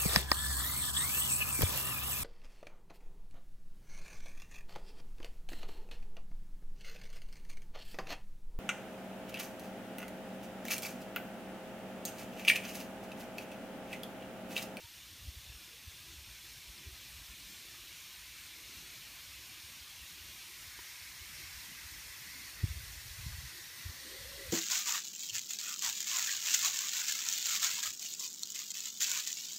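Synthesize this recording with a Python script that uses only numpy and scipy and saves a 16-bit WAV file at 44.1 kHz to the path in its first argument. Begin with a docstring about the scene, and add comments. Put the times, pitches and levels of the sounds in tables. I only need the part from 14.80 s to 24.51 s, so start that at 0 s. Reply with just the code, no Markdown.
"""A sunny garden, where pop-up sprinklers hiss in the beds as a hand-held camera slowly turns along them.
Jets tear into mist, spray patters on leaves and soil, and the nearest nozzle adds a narrow rush.
Near the end a second head comes close and a hollow hum rises. Light wind rumbles and puffs on the
single microphone over a distant murmur; there is one soft tap, and the hand bumps the camera once."""
import sys
import numpy as np
from scipy import signal
from scipy.fft import rfft, irfft, next_fast_len
from scipy.io import wavfile
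from scipy.ndimage import uniform_filter1d, map_coordinates

SR = 44100
rng = np.random.default_rng(int(sys.argv[2]) if len(sys.argv) > 2 else 0)


def digitize_waveform(pressure):
    """Quantize a signal to 16-bit integers and store it at the path in sys.argv[1].

    Rows of a 2-D input are taken as channels; values are limited to [-1, 1].
    """
    field = np.atleast_2d(pressure).T
    bounded = np.clip(field, -1, 1)
    quanta = np.round(bounded * 32767).astype(np.int16)
    wavfile.write(sys.argv[1], SR, quanta)


N = 428211


def amp(db):
    """Decibels to gain."""
    return 10 ** (np.asarray(db) / 20)


def unit(x):
    """x at rms 1."""
    return x / np.sqrt(np.mean(x ** 2) + 1e-20)


def seconds():
    """The time of every sample."""
    return np.arange(N) / SR


def wobble(rate):
    """A smooth random curve, rate knots a second."""
    knots = rng.standard_normal(int(N * rate / SR) + 4)
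    return map_coordinates(knots, [np.arange(N) * rate / SR])


def arrival(s, db_per_s):
    """A gain that climbs steadily in dB until s, then holds at 1."""
    return amp(db_per_s * np.minimum(seconds() - s, 0))


def bell(s, width_s):
    """A smooth swell to 1 around s."""
    return np.exp(-((seconds() - s) / width_s) ** 2)


def spell(s, length_s, attack_s, release_s):
    """A gain that rises to 1 at s, holds, and falls away."""
    t = seconds()
    return np.exp(-np.maximum(s - t, 0) / attack_s - np.maximum(t - s - length_s, 0) / release_s)


def filtered(x, response):
    """x through a filter whose gain is response(hz)."""
    size = next_fast_len(N + SR // 2)
    return irfft(rfft(x, size) * response(np.fft.rfftfreq(size, 1 / SR)), size)[:N]


def coloured(x, spectrum):
    """x through an EQ curve of (frequency [Hz], gain [dB]) points, at rms 1."""
    points_hz, db = np.transpose(spectrum)
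    return unit(filtered(x, lambda hz: amp(np.interp(np.log(hz + 1), np.log(points_hz), db))))


def turbulence(patchy_db, flicker_db):
    """White noise whose strength drifts in broad patches and flickers in narrow ones."""
    spectra = signal.stft(rng.standard_normal(N), nperseg=1024)[2]

    def patches(bins, frames):
        across_pitch = uniform_filter1d(rng.standard_normal(spectra.shape), size=bins, axis=0)
        return unit(uniform_filter1d(across_pitch, size=frames, axis=1))

    gain = amp(patchy_db * patches(bins=14, frames=8) + flicker_db * patches(bins=2, frames=5))
    return unit(signal.istft(spectra * gain, nperseg=1024)[1][:N])


def droplets(rate, spread_db):
    """Tiny impacts at random moments, about rate a second, with log-normal sizes."""
    lands = rng.random(N) < rate / SR
    return unit(lands * np.sign(rng.standard_normal(N)) * amp(spread_db * rng.standard_normal(N)))


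def narrow(centre_hz, width_hz):
    """Noise in one resonance, whose centre may move."""
    lowpass = lambda hz: 1 / (1 + (hz / width_hz) ** 2) ** 2
    slow = [filtered(rng.standard_normal(N), lowpass) for _ in range(2)]
    phase = 2 * np.pi * np.cumsum(centre_hz * np.ones(N)) / SR
    return unit(slow[0] * np.cos(phase) + slow[1] * np.sin(phase))


def struck(modes, t):
    """The ring of a struck body: one decaying sine a mode."""
    return sum(amp(db - 60 * t / t60) * np.sin(2 * np.pi * hz * t) for hz, db, t60 in modes)


def turned():
    """How far the microphone has turned, 0-1."""
    # the turn towards the nearer heads: (time [s], share of the turn [0-1])
    turn = [(0, 0.01), (.9, 0.08), (2.9, 0.43), (3.7, 0.49), (5.2, 0.53), (5.75, 0.71), (6.45, 0.77),
            (6.65, 0.93), (8.6, 0.92), (9.71, 1)]
    return np.interp(seconds(), *np.transpose(turn))


def spray_level():
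    """The spray grows as the microphone turns to it, in dB."""
    return -54.5 + 5.5 * turned()


def closeness():
    """How near the second head is, as a gain 0-1."""
    return arrival(s=9.38, db_per_s=21)


def outdoors():
    """The distant murmur of the air stays level, swaying only a little."""
    # dark outdoor ambience: (frequency [Hz], gain [dB])
    murmur_eq = [(25, -18), (80, 3), (150, -0.5), (230, -3.5), (340, -3.5), (450, -11), (700, -11),
                 (1500, -35), (6000, -25)]
    air = turbulence(patchy_db=0.8, flicker_db=3.0)
    return amp(-67.5 + 1.2 * wobble(rate=2.555)) * coloured(air, murmur_eq)


def far_ring():
    """Something rings faintly and briefly, far off."""
    return amp(-68) * bell(s=0.04, width_s=0.05) * narrow(centre_hz=935, width_hz=30)


def taps():
    """A light contact gives a dry tick and rings a few short modes."""
    # one small soft tap: (time [s], level [dB])
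    hits = [(5.989, -44.5)]
    # its ring: (frequency [Hz], gain [dB], t60 [s])
    modes = [(370, 0, 0.025), (970, -1, 0.039), (2210, -2, .025)]
    tick_db, tick_t60_s, attack_s = -9, 0.023, 0.002
    t = np.arange(SR // 5) / SR
    ring = struck(modes, t)
    out = np.zeros(N + SR)
    for s, db in hits:
        contact = unit(uniform_filter1d(rng.standard_normal(len(t)), size=18))
        tick = contact * amp(tick_db - 60 * t / tick_t60_s)
        out[round(s * SR):][:len(t)] += amp(db) * (ring + tick) * (1 - np.exp(-t / attack_s))
    return out[:N]


def bumps():
    """The hand bumps the camera softly, and its body gives a short dull boom."""
    # the hand's bump: (time [s], level [dB])
    hits = [(7.833, -28.5)]
    # the camera body: (frequency [Hz], gain [dB], t60 [s])
    modes = [(58.3, -5, .14), (105, -6, .1), (202.7, -12, .04), (322, -12, 0.055)]
    t = np.arange(SR // 3) / SR
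    boom = struck(modes, t) * (1 - np.exp(-t / 0.0035))
    out = np.zeros(N + SR)
    for s, db in hits:
        out[round(s * SR):][:len(t)] += amp(db) * boom
    return out[:N]


def wind():
    """Wind rumbles lumpily on the microphone: a calm draught, and gusts that rise, hold and fall away."""
    # the rumble: (frequency [Hz], gain [dB])
    rumble_eq = [(20, -32), (35, -10.5), (55, 5), (75, -2.5), (110, -4), (150, -12), (220, -31.5),
                 (400, -40), (1000, -80)]
    # gusts over the draught: (start [s], length [s], level [dB])
    gusts = [(0.427, 0.27, -60), (1.15, 0.4, -66), (2.048, 0.47, -67.5), (5.4, 0.2, -70), (6.35, 0.87, -65),
             (7.86, 0.12, -53), (8.031, 0.28, -58), (8.392, 0.22, -50.5), (9.42, .26, -60)]
    calm_db, attack_s, release_s = -69.5, 0.041, 0.068
    gust_power = sum((amp(db) * spell(s, length, attack_s, release_s)) ** 2 for s, length, db in gusts)
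    strength = np.sqrt(amp(calm_db) ** 2 + gust_power)
    lumps = amp(3.4 * wobble(rate=17))
    return strength * lumps * coloured(rng.standard_normal(N), rumble_eq)


def puffs():
    """Soft puffs of air are round swings of pressure; hard ones are shorter and knock the diaphragm."""
    # puffs on the microphone: (time [s], level [dB], pitch [Hz])
    hits = [(.047, -51, 90), (.328, -53, 87), (0.488, -36, 67), (0.576, -42, 67), (0.702, -44.5, 61.6),
            (.762, -47, 55), (1.081, -42, 75), (1.306, -50, 75), (1.389, -46, 62), (1.9, -48.5, 53),
            (2.077, -41, 73), (2.131, -46, 63), (2.369, -48, 67.6), (2.506, -48.5, 60), (3.975, -55, 70),
            (4.555, -58, 62), (4.715, -56, 110), (4.85, -52, 75), (5.02, -53, 70), (5.226, -48, 62),
            (5.419, -52, 71.6), (5.494, -52, 76), (5.88, -52, 78), (6.225, -54, 85), (6.42, -49, 80),
            (6.78, -50, 76), (6.92, -52, 150), (7.059, -51, 72), (7.18, -53, 59), (7.267, -54, 53),
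            (7.42, -53, 130), (7.843, -20.5, 90), (7.888, -41, 100), (7.913, -35, 79), (7.973, -37.5, 73),
            (8.01, -47, 104), (8.039, -43, 76.3), (8.125, -48, 90), (8.178, -47, 71), (8.265, -45, 95.1),
            (8.315, -40.5, 60), (8.394, -41.5, 100), (8.466, -36.5, 122.7), (8.512, -44, 97.5),
            (8.549, -39, 73.7), (8.589, -38.5, 67), (9.065, -34, 80.1), (9.098, -37.5, 75.8),
            (9.467, -49, 65), (9.698, -38.5, 75.5)]
    low_cut_hz = 35
    t = np.arange(-SR // 10, SR // 10) / SR

    def swing(hz, damping):
        return np.cos(2 * np.pi * (hz * t + rng.random())) / np.cosh(np.clip(damping * hz * t, -50, 50))

    pressure = np.zeros(N + SR)
    for s, db, hz in hits:
        knock = amp(-14.5 + 0.44 * (db + 23)) * swing(2 * hz, damping=3.4)
        body = swing(hz, damping=max(2.5 + 0.032 * (db + 39), 1))
        pressure[round(s * SR):][:len(t)] += amp(db) * (body + knock)
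    centred = pressure[len(t) // 2:][:N]  # each puff is strongest at its listed time
    return filtered(centred, lambda hz: 1 - np.exp(-(hz / low_cut_hz) ** 2))


def hum():
    """A rough hollow hum: a low resonance swells now and then; a higher one rises late, with a tone."""
    # swells of the lower resonance: (time [s], half width [s], level [dB], centre [Hz])
    swells = [(.93, 0.066, -72.5, 460), (1.31, 0.034, -67, 335), (2.05, 0.12, -69.5, 348.5),
              (6.9, 0.071, -67.5, 210), (8.76, 0.085, -69, 339), (9.265, .03, -60, 324),
              (9.325, 0.039, -59.5, 385), (9.605, 0.024, -53.5, 385)]
    lower = sum(amp(db) * bell(s, width_s) * narrow(hz, width_hz=76) for s, width_s, db, hz in swells)
    pitch_hz = 530 + 22.5 * bell(s=9.57, width_s=0.093) + 17 * wobble(rate=50)
    tone = np.sin(2 * np.pi * np.cumsum(pitch_hz) / SR)
    rough_tone = unit(tone * amp(3.5 * wobble(rate=70)))
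    upper = unit(amp(0.5) * rough_tone + narrow(centre_hz=534, width_hz=78))
    return lower + amp(-57.3) * arrival(s=9.42, db_per_s=87) * upper


def soil():
    """Drops drum dully on the ground, louder as the microphone comes round to the near bed."""
    # spray on soil: (frequency [Hz], gain [dB])
    soil_eq = [(200, -20), (400, -0.5), (650, -1), (900, -5), (1500, -24)]
    drumming = coloured(droplets(rate=900, spread_db=3.0), soil_eq)
    return amp(-73.5) * arrival(s=8.7, db_per_s=4) * drumming


def shrubs():
    """Drops patter on the leaves, louder and softer as the fan of water sways."""
    # spray falling in the shrubs: (frequency [Hz], gain [dB])
    foliage_eq = [(700, -37), (1700, -16), (2400, -4), (2900, -3), (3700, -3), (4500, -12), (6500, -28),
                  (15000, -25)]
    # the patter drops back as the nozzle comes into the open, and again as the second head nears
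    open_s, opening_s = 5.58, 0.4
    in_the_open = np.clip((seconds() - open_s) / opening_s, 0, 1)
    level_db = -60.5 + 5.5 * turned() - 8 * in_the_open - 4 * closeness()
    patter = turbulence(patchy_db=0.9, flicker_db=3.5) + 0.71 * droplets(rate=2600, spread_db=5.0)
    return amp(level_db + 0.32 * wobble(rate=11)) * coloured(patter, foliage_eq)


def plips():
    """Larger drops land on wet leaves and soil, each ringing briefly; low ones are the softest."""
    count, decay_cycles, attack_s, soft_below_hz = 3200, 24, 0.0026, 1850
    when, pitch, size = rng.random((count, 3)).T
    t = np.arange(SR // 24) / SR
    hz = (1000 * 5 ** pitch)[:, None]  # 1 to 5 kHz
    strength = amp(10 * size[:, None] ** 3) / (1 + (soft_below_hz / hz) ** 3)
    cycles = (hz * t).astype(np.float32)
    envelope = np.exp(-cycles / decay_cycles) * (1 - np.exp(-t / attack_s))
    rings = strength * envelope * np.sin(2 * np.pi * cycles)
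    index = (when * N).astype(int)[:, None] + np.arange(len(t))
    shower = np.bincount(index.ravel(), rings.ravel(), N)[:N]
    return amp(spray_level() - 11) * unit(shower)


def passing_heads():
    """Narrow colours of the hiss come and go, fluttering, as the microphone turns past the heads."""
    # hollow bands of spray: (start [s], length [s], centre [Hz], width [Hz], level [dB])
    bands = [(0, 1.1, 3500, 190, -69), (1.5, 3.6, 4180, 330, -69.5), (6.6, 2.2, 2580, 240, -66.5),
             (6.5, 0.21, 5450, 700, -64), (7.5, 1.7, 4520, 290, -66)]
    out = np.zeros(N)
    for s, length, hz, width_hz, db in bands:
        fade = spell(s, length, attack_s=0.25, release_s=0.25)
        out += amp(db + 1.8 * wobble(rate=14)) * fade * narrow(hz, width_hz)
    return out


def nozzle():
    """The nearest nozzle rushes in a wavering resonance that grows and sinks as the microphone turns."""
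    # the rush: (time [s], centre [Hz], level [dB], share of the power in its sharp core [0-1])
    path = [(0, 2900, -70, .4), (.8, 2720, -68, .5), (1.33, 2640, -69, .55), (1.45, 2536, -63, .7),
            (1.6, 2260, -64, .8), (1.85, 2340, -66, .55), (2.3, 2450, -70, .35), (3.45, 2310, -62, .5),
            (5.5, 2280, -66, 0.17), (5.9, 2080, -57, .1), (6.15, 2111, -57, 0.2), (6.5, 2129, -58.5, 0.1),
            (6.66, 2153, -54.5, 0.09), (6.82, 2000, -58.5, 0.25), (7.6, 1990, -57.3, 0.44),
            (8.4, 1970, -58.5, 0.45), (9.05, 1940, -57, .6), (9.71, 1920, -58, 0.6)]
    # its upper resonances: (centre [Hz], width [Hz], level against the rush [dB])
    resonances = [(4390, 260, -15), (5400, 340, -10.5)]
    times, *curves = np.transpose(path)
    centre_hz, level_db, core_share = (np.interp(seconds(), times, curve) for curve in curves)
    centre_hz += 40 * wobble(rate=16)
    core = unit(amp(2.3 * wobble(rate=20)) * narrow(centre_hz, width_hz=190))
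    skirt = narrow(centre_hz, width_hz=760)
    rush = np.sqrt(1 - core_share) * skirt + np.sqrt(core_share) * core
    upper = sum(amp(db) * narrow(hz, width_hz) for hz, width_hz, db in resonances)
    return amp(level_db + 0.87 * wobble(rate=11)) * (rush + upper)


def jets():
    """Water tears into mist at the heads: a steady hiss full of droplets, fluttering with the pressure."""
    # jets breaking into mist: (frequency [Hz], gain [dB])
    mist_eq = [(300, -27), (720, -14.5), (1020, -5.5), (1300, -11), (1700, -4.5), (3100, -4.5), (4200, 0),
               (5400, 0), (6600, -2), (7800, -5.5), (9000, -4.5), (11000, -6.5), (13000, -5), (15500, -7.5)]
    # jet of the second head: (frequency [Hz], gain [dB])
    close_eq = [(2500, -15), (3600, 1), (4300, 2), (5200, -4), (6500, -25), (8500, -2), (11000, -34),
                (15000, -21)]
    hiss = turbulence(patchy_db=0.4, flicker_db=2.0)
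    mist = coloured(hiss + 0.28 * droplets(rate=4000, spread_db=3.5), mist_eq)
    close_jet = coloured(turbulence(patchy_db=-0.5, flicker_db=1.0), close_eq)
    flutter_db = 0.35 * wobble(rate=13)
    return amp(spray_level() + flutter_db) * mist + amp(-56) * closeness() * close_jet


def scene():
    """All sources meet at one microphone, which feeds both channels."""
    water = jets() + nozzle() + passing_heads() + shrubs() + soil() + plips()
    mono = water + hum() + far_ring() + wind() + puffs() + bumps() + taps() + outdoors()
    return np.array([mono, mono])


def record(dry):
    """The microphone port cuts narrow dips in the treble; nothing passes above the band limit."""
    # dips of the port: (centre [Hz], width [Hz], gain [dB])
    dips = [(3100, 114, -0.3), (4880, 270, -2), (7650, 300, -1.5), (10410, 350, -4.5)]
    top_hz = 15420

    def response(hz):
        port_db = sum(db * np.exp(-((hz - centre) / width) ** 2) for centre, width, db in dips)
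        return amp(port_db) * (hz < top_hz)

    return np.array([filtered(channel, response) for channel in dry])


dry = scene()
out = record(dry)
digitize_waveform(out)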